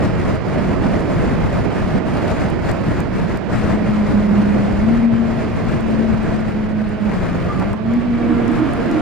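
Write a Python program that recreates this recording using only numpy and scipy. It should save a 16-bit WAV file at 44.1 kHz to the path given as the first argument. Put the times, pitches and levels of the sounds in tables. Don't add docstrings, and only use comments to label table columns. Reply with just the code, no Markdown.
import sys
import numpy as np
from scipy import signal
from scipy.fft import rfft, irfft, next_fast_len
from scipy.io import wavfile
from scipy.ndimage import uniform_filter1d, map_coordinates

SR = 44100
rng = np.random.default_rng(int(sys.argv[2]) if len(sys.argv) > 2 else 0)


def master(y):
    cut = np.clip(np.atleast_2d(y).T, -1, 1)
    pcm = np.round(cut * 32767)
    wavfile.write(sys.argv[1], SR, pcm.astype(np.int16))


N = 397605



def amp(db):
    return 10 ** (np.asarray(db) / 20)


def unit(x):
    return x / np.sqrt(np.mean(x ** 2) + 1e-20)


def along(points, hz):
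    f, v = np.transpose(points)
    return np.interp(np.log(hz + 1), np.log(f + 1), v)


def curves(rows):
    s, *cols = np.transpose(rows)
    return [np.interp(np.arange(N) / SR, s, c) for c in cols]


def wobble(rate):
    knots = rng.standard_normal(int(N * rate / SR) + 4)
    return map_coordinates(knots, [np.arange(N) * rate / SR])


def swells(rows):
    t = np.arange(N) / SR
    return sum(db * np.exp(-(2 * (t - s) / length) ** 4) for s, length, db in rows)


def bump(centre, half_width):
    t = np.arange(N) / SR
    return np.exp(-((t - centre) / half_width) ** 2)


def filtered(x, response):
    m = next_fast_len(N + SR // 2)
    return irfft(rfft(x, m) * response(np.fft.rfftfreq(m, 1 / SR)), m)[..., :N]


def panned(side_db):
    g = amp(np.array([side_db, -side_db]).reshape(2, -1) / 2)
    return g / np.sqrt(np.mean(g ** 2, axis=0))


def colour(points, hz):
    return amp(along(points, hz)) / (1 + (hz / (2 * points[-1][0])) ** 4)


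# frequency in Hz, likeness from 0 to 1.
ALIKE = [(40, 0.61), (120, 0.63), (175, 0.12), (260, 0.43), (400, 0.28), (630, 0.46), (850, 0.43),
         (1150, 0.74), (1800, 0.79), (2720, 0.87), (5000, .4), (9000, .05)]
# frequency in Hz, left-right difference in dB.
WIND_SIDE = [(30, 15.5), (70, 0.5), (140, -3.5), (250, -1.5), (620, -5), (1100, 0), (2000, -1.5),
             (2800, -5), (4000, -3.5), (7000, -6)]
# frequency in Hz, lead in radians.
WIND_LEAD = [(30, 0.82), (100, 1.32), (260, 1.76), (600, 0.83), (1030, -0.47), (2000, -0.34), (3000, 1.1),
             (6000, -0.15)]


def airflow(spectrum, patchy_db):
    z = signal.stft(rng.standard_normal((2, N)), nperseg=512)[2]
    field = uniform_filter1d(rng.standard_normal(z.shape[1:]), size=7, axis=0)
    field = uniform_filter1d(field, size=9, axis=1)
    pair = signal.istft(z * amp(patchy_db * unit(field)), nperseg=512)[1][:, :N]

    def mix(hz):
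        angle = np.arccos(np.clip(along(ALIKE, hz), -1, 1)) / 2
        return colour(spectrum, hz) * [np.cos(angle), np.sin(angle)]

    def ears(hz):
        lead = np.exp(.5j * np.outer([1, -1], along(WIND_LEAD, hz)))
        return panned(along(WIND_SIDE, hz)) * lead

    mid, side = filtered(pair, mix)
    return unit(filtered(np.array([mid + side, mid - side]), ears))


# frequency in Hz, seconds to die away by 60 dB.
TUNNEL = [(100, 1.1), (500, 0.55), (2000, 0.87), (8000, 1.37)]


def tunnel(x):
    out = np.zeros((2, N + 2 * SR))
    hop = SR // 4
    padded = np.pad(x, (hop, 2 * hop))
    for start in range(0, N + hop, hop):
        hz, t, z = signal.stft(rng.standard_normal((2, SR)), SR, nperseg=256)
        decay = amp(-60 * t / along(TUNNEL, hz)[:, None])
        tail = signal.istft(z * decay, SR, nperseg=256)[1]
        piece = padded[start:start + 2 * hop] * signal.windows.cosine(2 * hop)
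        echo = signal.fftconvolve(piece[None], tail / np.linalg.norm(tail[0]), axes=1)
        out[:, start:start + echo.shape[1]] += echo
    return out[:, hop:hop + N]


def crank(firing_hz, jitter):
    return 2 * np.pi * np.cumsum(firing_hz * (1 + jitter * wobble(70))) / SR


def exhaust(phase, orders, rough_db):
    out = np.zeros(N)
    for k, db in orders:
        level = amp(db + rough_db * wobble(35))
        out += level * np.sin(k * phase + rng.uniform(0, 2 * np.pi))
    return out


# start in seconds, glide in seconds, firing rate reached in Hz.
REV_CHANGES = [(3.199, 0.35, 214.3), (4.58, 0.12, 200.5), (4.77, .15, 232.2), (7.08, .16, 175.9),
               (7.43, .37, 216.3), (7.8, 0.1494, 240.9)]
CRUISE_HZ = 181.4
SAG_HZ_PER_S = 10


def revs():
    t = np.arange(N) / SR
    firing_hz = np.full(N, float(CRUISE_HZ))
    for s, glide, reached_hz in REV_CHANGES:
        coasting = reached_hz - SAG_HZ_PER_S * np.maximum(t - s - glide, 0)
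        firing_hz = firing_hz + np.clip((t - s) / glide, 0, 1) * (coasting - firing_hz)
    return firing_hz


# time in seconds, strength in dB (scaled per layer).
AIRSTREAM = [(0, 0), (2.6, 0), (3.42, -2), (3.6, -1.5), (4.7, -1), (5.15, -3.5), (5.7, -2), (6.3, -2),
             (6.75, -6), (6.98, -6.5), (7.12, -3.5), (7.7, -3.5), (7.85, -5.5), (8.25, -5), (8.6, -3.5),
             (9.02, -1.5)]
# centre in seconds, length in seconds, strength in dB (scaled per layer).
GUSTS = [(.05, 0.049, 4), (.28, 0.059, 1), (.62, 0.04, 0.5), (.86, 0.059, 1), (.97, 0.12, 1),
         (1.9, 0.11, 0.5), (2.3, 0.051, 5.5), (2.7, 0.041, 4.5), (3.2, 0.1, 4), (3.34, 0.095, 1.5),
         (3.65, 0.26, 5), (4.09, 0.056, 2.5), (5.73, 0.12, 2.5), (6.11, 0.057, 1), (7.2, 0.25, 3),
         (8.58, 0.078, 4.5)]
# centre in seconds, length in seconds, depth in dB (scaled per layer).
LULLS = [(.14, 0.077, 4), (.42, 0.1, 9.5), (.79, 0.057, 5), (1.05, 0.066, 3), (1.38, 0.056, 2.5),
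         (1.68, 0.047, 6.5), (2.025, 0.067, 11), (2.57, 0.11, 7.5), (2.78, 0.13, 3.5), (3.07, .11, 7.5),
         (3.27, 0.033, 3), (3.44, 0.11, 11.5), (3.81, 0.089, 3.5), (4.16, 0.038, 3.5), (5.09, 0.063, 9),
         (5.85, 0.053, 4.5), (5.96, 0.054, 2.5), (6.68, 0.022, 8), (6.74, 0.023, 9), (6.97, 0.054, 3.5),
         (7.41, .04, 0.5), (7.8, .11, 17), (8.07, 0.1, 1.5)]
CHOP_DB, CHOPS_PER_S = 0.9, 16
# time in seconds, level in dB.
BUFFET_LEVEL = [(0, -20), (2.5, -21.5), (3.2, -22), (4.7, -21), (5.6, -20.5), (6.8, -21), (7.5, -21),
                (8.4, -21.5), (8.75, -26.5), (9.02, -29)]
# centre in seconds, length in seconds, depth in dB (negative is a rise).
STALLS = [(.53, .05, 4), (1.77, 0.041, 6), (2.22, 0.074, 6), (2.36, .04, 10), (2.53, 0.029, -1),
          (2.76, .06, 2), (3.33, 0.03, 5)]
# frequency in Hz, strength in dB.
BUFFET = [(12, -30), (20, -10), (38, -5.5), (135, 0), (173, -4.5), (189, -0.5), (220, -12.5), (290, -34),
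          (480, -120)]
ROAR = [(90, -12.5), (140, -7), (180, 0), (230, -1.5), (310, -4), (430, -8.5), (540, -10), (650, -8.5),
        (740, -14), (1000, -19.5), (1400, -31), (2500, -55)]
RUSH = [(600, -12.5), (1000, 2), (1400, 2), (1950, -0.5), (2400, -4.5), (3000, -10.5), (3700, -17),
        (4900, -17.5), (5800, -26), (7500, -32.5), (10000, -43), (14000, -71.5)]
EDGE = [(2000, -35), (3500, 4), (5000, 1.5), (6000, 0.5), (7200, 2), (8600, -4.5), (9800, -5),
        (12500, -11.5), (14000, -23), (15000, -36.5)]
ROAR_DB, ROAR_SIDE_DB, ROAR_GROWS = -19, -2, 1.25
RUSH_DB, RUSH_SIDE_DB, RUSH_GROWS = -31.5, -0.5, 0.95
HISS_DB, HISS_SIDE_DB, HISS_GROWS = -46, 22, 1.53
BUFFET_SIDE_DB, BUFFET_GROWS = 5.5, 0.68


def wind():
    air_db, = curves(AIRSTREAM)
    gust_db = np.outer([1, .12], swells(GUSTS) - swells(LULLS) + CHOP_DB * wobble(CHOPS_PER_S))
    buffet_db, = curves(BUFFET_LEVEL)
    eddies, flutter = wobble(28), wobble(130)
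    stall_db = swells(STALLS)

    buffet_db = buffet_db - stall_db + BUFFET_GROWS * (air_db + gust_db) + 1.03 * wobble(22)
    roar_db = ROAR_DB - 0.26 * stall_db + ROAR_GROWS * air_db + 0.89 * gust_db + 0.75 * eddies + .8 * flutter
    rush_db = RUSH_DB + RUSH_GROWS * air_db + 1.13 * gust_db + 0.51 * eddies + 0.56 * flutter
    hiss_db = HISS_DB + HISS_GROWS * air_db + 1.15 * gust_db + 0.59 * eddies + 1.2 * flutter

    buffet = amp(buffet_db) * airflow(BUFFET, patchy_db=-0.37) * panned(BUFFET_SIDE_DB)
    roar = amp(roar_db) * airflow(ROAR, patchy_db=1.0) * panned(ROAR_SIDE_DB)
    rush = amp(rush_db) * airflow(RUSH, patchy_db=0.6) * panned(RUSH_SIDE_DB)
    hiss = amp(hiss_db) * airflow(EDGE, patchy_db=1.4) * panned(HISS_SIDE_DB)
    return buffet + roar + rush + hiss


# centre in seconds, half-width in seconds, level in dB.
THUMPS = [(0.597, .025, -25), (0.835, .02, -21), (1.185, .035, -23), (1.43, 0.05, -20), (1.92, 0.08, -21),
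          (2.89, 0.032, -16.5), (3, 0.021, -18), (3.15, .025, -22), (3.241, 0.028, -15), (3.702, .05, -25),
          (8.591, .009, -15.5), (8.97, .025, -22)]
# frequency in Hz, strength in dB.
THUMP_COLOUR = [(60, -15), (125, -5.5), (175, 4), (230, -3.5), (400, -29)]


def thumps():
    push = sum(amp(db) * bump(s, half_width) for s, half_width, db in THUMPS)
    return push * airflow(THUMP_COLOUR, patchy_db=-1.0)


# centre in seconds, half-width in seconds, level in dB, left-right difference in dB.
FLECKS = [(0.5985, .002, -19, -5), (1.573, .0025, -17.5, -1), (4.088, .0015, -18.5, 8),
          (6.818, 0.0023, -25, 0)]
# frequency in Hz, strength in dB.
FLECK_COLOUR = [(250, -20), (600, 5), (1000, -3.5), (2000, -19), (4000, -34)]


def flecks():
    level = sum(amp(db) * bump(s, half_width) * panned(side_db) for s, half_width, db, side_db in FLECKS)
    return level * airflow(FLECK_COLOUR, patchy_db=5.0)


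# start in seconds, level in dB before the tone is shaped, left-right difference in dB.
TICKS = [(.355, -41, 1.5), (1.0075, -41.5, 3), (2.1725, -37.5, 7), (2.502, -33.5, 13.5), (2.7153, -30, 13),
         (3.0043, -33.5, 11), (3.3731, -32, 16), (5.8085, -38.5, 7.5), (5.913, -42, 9), (6.146, -44.5, 9),
         (6.23, -43.5, 6), (6.8921, -45, 10.5), (7.5985, -37, -1.5), (7.732, -40, 10), (7.937, -40.5, 11),
         (8.48, -36.5, 17.5), (8.5185, -43, 6), (8.7349, -32.5, 9), (8.9137, -33.5, 4.5)]
# frequency in Hz, strength in dB.
TICK_COLOUR = [(2000, -24.5), (4500, 5.5), (8000, 6.5), (11000, 2.5), (14500, -5)]
FAINT_TICKS_PER_S, FAINT_TICK_DB, FAINT_TICK_SPREAD_DB = 3, -49.5, 2


def ticks():
    out, t = np.zeros((2, N + SR)), np.arange(SR // 20) / SR
    events = list(TICKS)
    for when, size in rng.random((int(FAINT_TICKS_PER_S * N / SR), 2)):
        db = FAINT_TICK_DB + FAINT_TICK_SPREAD_DB * (2 * size - 1)
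        events.append((when * N / SR, db, 7))
    for s, db, side_db in events:
        snap = rng.standard_normal(len(t)) * np.exp(-t / 0.00079)
        start = round(s * SR)
        out[:, start:start + len(t)] += amp(db) * snap * panned(side_db)
    return filtered(out[:, :N], lambda hz: colour(TICK_COLOUR, hz))


# time in seconds, firing rate in Hz, level in dB before direct sound and echo mix.
NEIGHBOUR = [(7.3, 322.3, -72.5), (7.85, 319.7, -43), (8.12, 316, -33.5), (8.3, 311.8, -22),
             (8.48, 311.2, -23.5), (8.63, 311.4, -19.5), (8.75, 311, -24), (8.9, 310, -24),
             (9.02, 308.4, -20.5)]
# multiple of the firing rate, relative level in dB.
NEIGHBOUR_PIPE = [(0.751, -10), (.875, 2.5), (1, 6), (1.11, -1.5), (1.25, -10), (1.499, -16), (2.12, -9),
                  (2.25, -11), (2.8, -15), (3.4, -18)]


def neighbour():
    firing_hz, level_db = curves(NEIGHBOUR)
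    phase = crank(firing_hz, jitter=0.018)
    note = unit(exhaust(phase, NEIGHBOUR_PIPE, rough_db=5.5))
    puffs = (1 + np.cos(phase)) * rng.standard_normal(N)
    rasp_tone = [(150, -35), (330, 12), (430, -1), (550, -6), (660, 1), (780, -2), (950, 2),
                 (1300, 3), (2200, -11.5), (3500, -17.5), (6000, -44.5)]
    rasp = unit(filtered(puffs, lambda hz: colour(rasp_tone, hz)))
    pipe = amp(level_db) * (note + amp(-10.0) * rasp)
    return (amp(-1.5) * pipe + amp(-5.5) * tunnel(pipe)) * panned(-2.6)


# time in seconds, tooth rate in Hz, tone level in dB, octave level in dB.
WHINE = [(7.38, 1215, -56, -70), (7.52, 1196, -33, -58), (7.66, 1175, -42, -60), (7.8, 1151, -47, -61),
         (7.95, 1147, -46, -50), (8.22, 1142, -43, -48), (8.4, 1110, -54, -62), (9.02, 1130, -56, -68)]


def whine():
    mesh_hz, tone_db, octave_db = curves(WHINE)
    phase = crank(mesh_hz, jitter=0.009)
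    return exhaust(phase, [(1, tone_db), (2, octave_db)], rough_db=4.0) * panned(-2.5)


# time in seconds, echo gain in dB (the clatter takes part of it).
INSIDE = [(0, -10), (2.9, 4.5), (3.7, 3), (9.02, 11)]
CLATTER_DB, CLATTER_AT_HZ, CLATTER_DB_PER_HZ = -57.5, 210, 0.0979


def clatter():
    firing_hz = revs()
    walls_db, = curves(INSIDE)
    level_db = CLATTER_DB + CLATTER_DB_PER_HZ * (firing_hz - CLATTER_AT_HZ) + 0.63 * walls_db
    taps = (1 + 0.54 * np.cos(crank(firing_hz, jitter=.006))) * rng.standard_normal(N)
    metal_tone = [(1200, -30.5), (2300, 4.5), (2900, 1.0), (4000, -5.5), (5500, -22.5),
                  (8000, -29.0), (13000, -46.0)]
    metal = filtered(taps, lambda hz: colour(metal_tone, hz))
    return amp(level_db) * unit(metal) * panned(-14)


# centre in seconds, half-width in seconds, level in dB,
# pipe resonance in Hz, bark level in dB relative to the pipe.
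COUGHS = [(7.623, 0.013, -21.5, 412, -4), (7.738, 0.008, -27.5, 350, -3.5)]
COUGH_TOP_HZ = 1650


def ring(hz, centre, width):
    return 1j * hz * width / (centre ** 2 - hz ** 2 + 1j * hz * width)


def coughs():
    out = np.zeros(N)
    firings = np.diff(np.floor(np.cumsum(revs()) / SR), prepend=0)
    for s, half_width, db, pipe_hz, bark_db in COUGHS:
        blasts = unit(firings) + 1.1 * rng.standard_normal(N)

        def pipe(hz):
            resonances = ring(hz, pipe_hz, 110) + amp(bark_db) * ring(hz, 920, 470)
            return resonances / (1 + (hz / COUGH_TOP_HZ) ** 4)

        out += amp(db) * unit(filtered(blasts, pipe)) * bump(s, half_width)
    return out + amp(-5.5) * tunnel(out)


# time in seconds, level in dB before trim, fades and flutter, left-right difference in dB.
BOOM = [(0, -42, -5), (3.45, -33.5, 1), (3.62, -22, 2), (3.9, -18, 2), (3.98, -13.5, 2.5), (4.3, -12, -5),
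        (4.51, -13.5, -1), (4.62, -15.5, 2.5), (4.78, -17.5, -1), (4.88, -11, 4), (5.04, -10.5, 6),
        (5.2, -14, 13), (5.3, -20, 17), (5.46, -23.5, 7), (5.6, -24, 10), (5.72, -25, 13),
        (5.96, -15.5, 12), (6.1, -14.5, 9), (6.27, -20, 12), (6.42, -19.5, 5), (6.76, -17, -7),
        (6.96, -20, -23), (7.07, -13, -5), (7.14, -28, 1), (7.22, -27, 6.5), (7.5, -25, -6),
        (7.62, -19, -12), (7.72, -20.5, 13), (7.82, -26, 13), (7.88, -14.5, -7), (7.96, -10.5, 1),
        (8.06, -14, -2), (8.15, -12.5, -1), (8.3, -16.5, -7), (8.58, -19, -6), (8.78, -27, -10),
        (9.0, -22, 4)]
# centre in seconds, length in seconds, depth in dB.
FADES = [(3.86, 0.047, 11), (4.12, 0.041, 10), (4.575, 0.023, 11), (6.16, 0.041, 4.5), (6.49, 0.039, 5),
         (6.7, 0.032, 6), (6.99, 0.042, 6), (7.79, .07, 6), (8.022, 0.047, 14), (8.19, 0.033, 7)]
# time in seconds, flutter in dB.
FLUTTER = [(3.5, 3), (4.2, 2.5), (5.1, 2), (5.5, 2.5), (6.5, 2), (6.8, 1.8), (7.07, 2), (7.3, 3.5),
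           (7.7, 3.5), (7.9, 1.5), (8.22, 1.2), (8.45, 4), (9.02, 5)]
# time in seconds, gain in dB.
THROTTLE = [(0, -37), (3.4, -42.5), (4.2, -40), (5.1, -37.5), (5.6, -41), (6.8, -38.5), (7.22, -39),
            (7.38, -33.5), (7.62, -36.5), (7.8, -41.5), (8.1, -41), (8.4, -32.5), (9.02, -37)]
# multiple of the firing rate, relative level in dB.
PIPE = [(.5, -3.5), (1.5, -5.5), (2, 0), (2.5, -18.5), (3, -5), (4, -14.5), (5, -15), (6, -17.5),
        (7, -13.5)]
BOOM_SKEW_RAD = -0.3
FLUTTER_RAD_PER_DB = 0.14


def motorcycle():
    boom_db, side_db = curves(BOOM)
    throttle_db, = curves(THROTTLE)
    echo_db, = curves(INSIDE)
    flutter_db, = curves(FLUTTER)
    phase = crank(revs(), jitter=0.0062)

    puffs = (1 + np.cos(phase)) ** 2 * rng.standard_normal(N)
    rasp_tone = [(200, -16.0), (600, -5.0), (2200, -5), (5000, -32.0)]  # Hz, dB
    rasp = unit(filtered(puffs, lambda hz: colour(rasp_tone, hz)))
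    overtones = amp(throttle_db) * (exhaust(phase, PIPE, rough_db=3) + amp(-11.0) * rasp)

    skew = BOOM_SKEW_RAD * np.array([[1], [-1]])
    note = np.sin(phase + skew + FLUTTER_RAD_PER_DB * flutter_db * wobble(45))
    ear_flutter_db = flutter_db * np.array([wobble(50), wobble(50)])
    note_db = boom_db - 0.47 - swells(FADES) + 0.9 * wobble(20) + ear_flutter_db
    boom = amp(note_db) * note * panned(side_db)

    echo = tunnel(amp(echo_db) * (amp(-16) * boom.mean(axis=0) + amp(-4.0) * overtones))
    return boom + overtones * panned(0.93) + echo


def scene():
    air = wind() + thumps() + flecks() + ticks()
    return air + neighbour() + whine() + clatter() + coughs() + motorcycle()


TOP_HZ = 14800


def record(dry):
    return filtered(dry, lambda hz: hz < TOP_HZ)


dry = scene()
out = record(dry)
master(out)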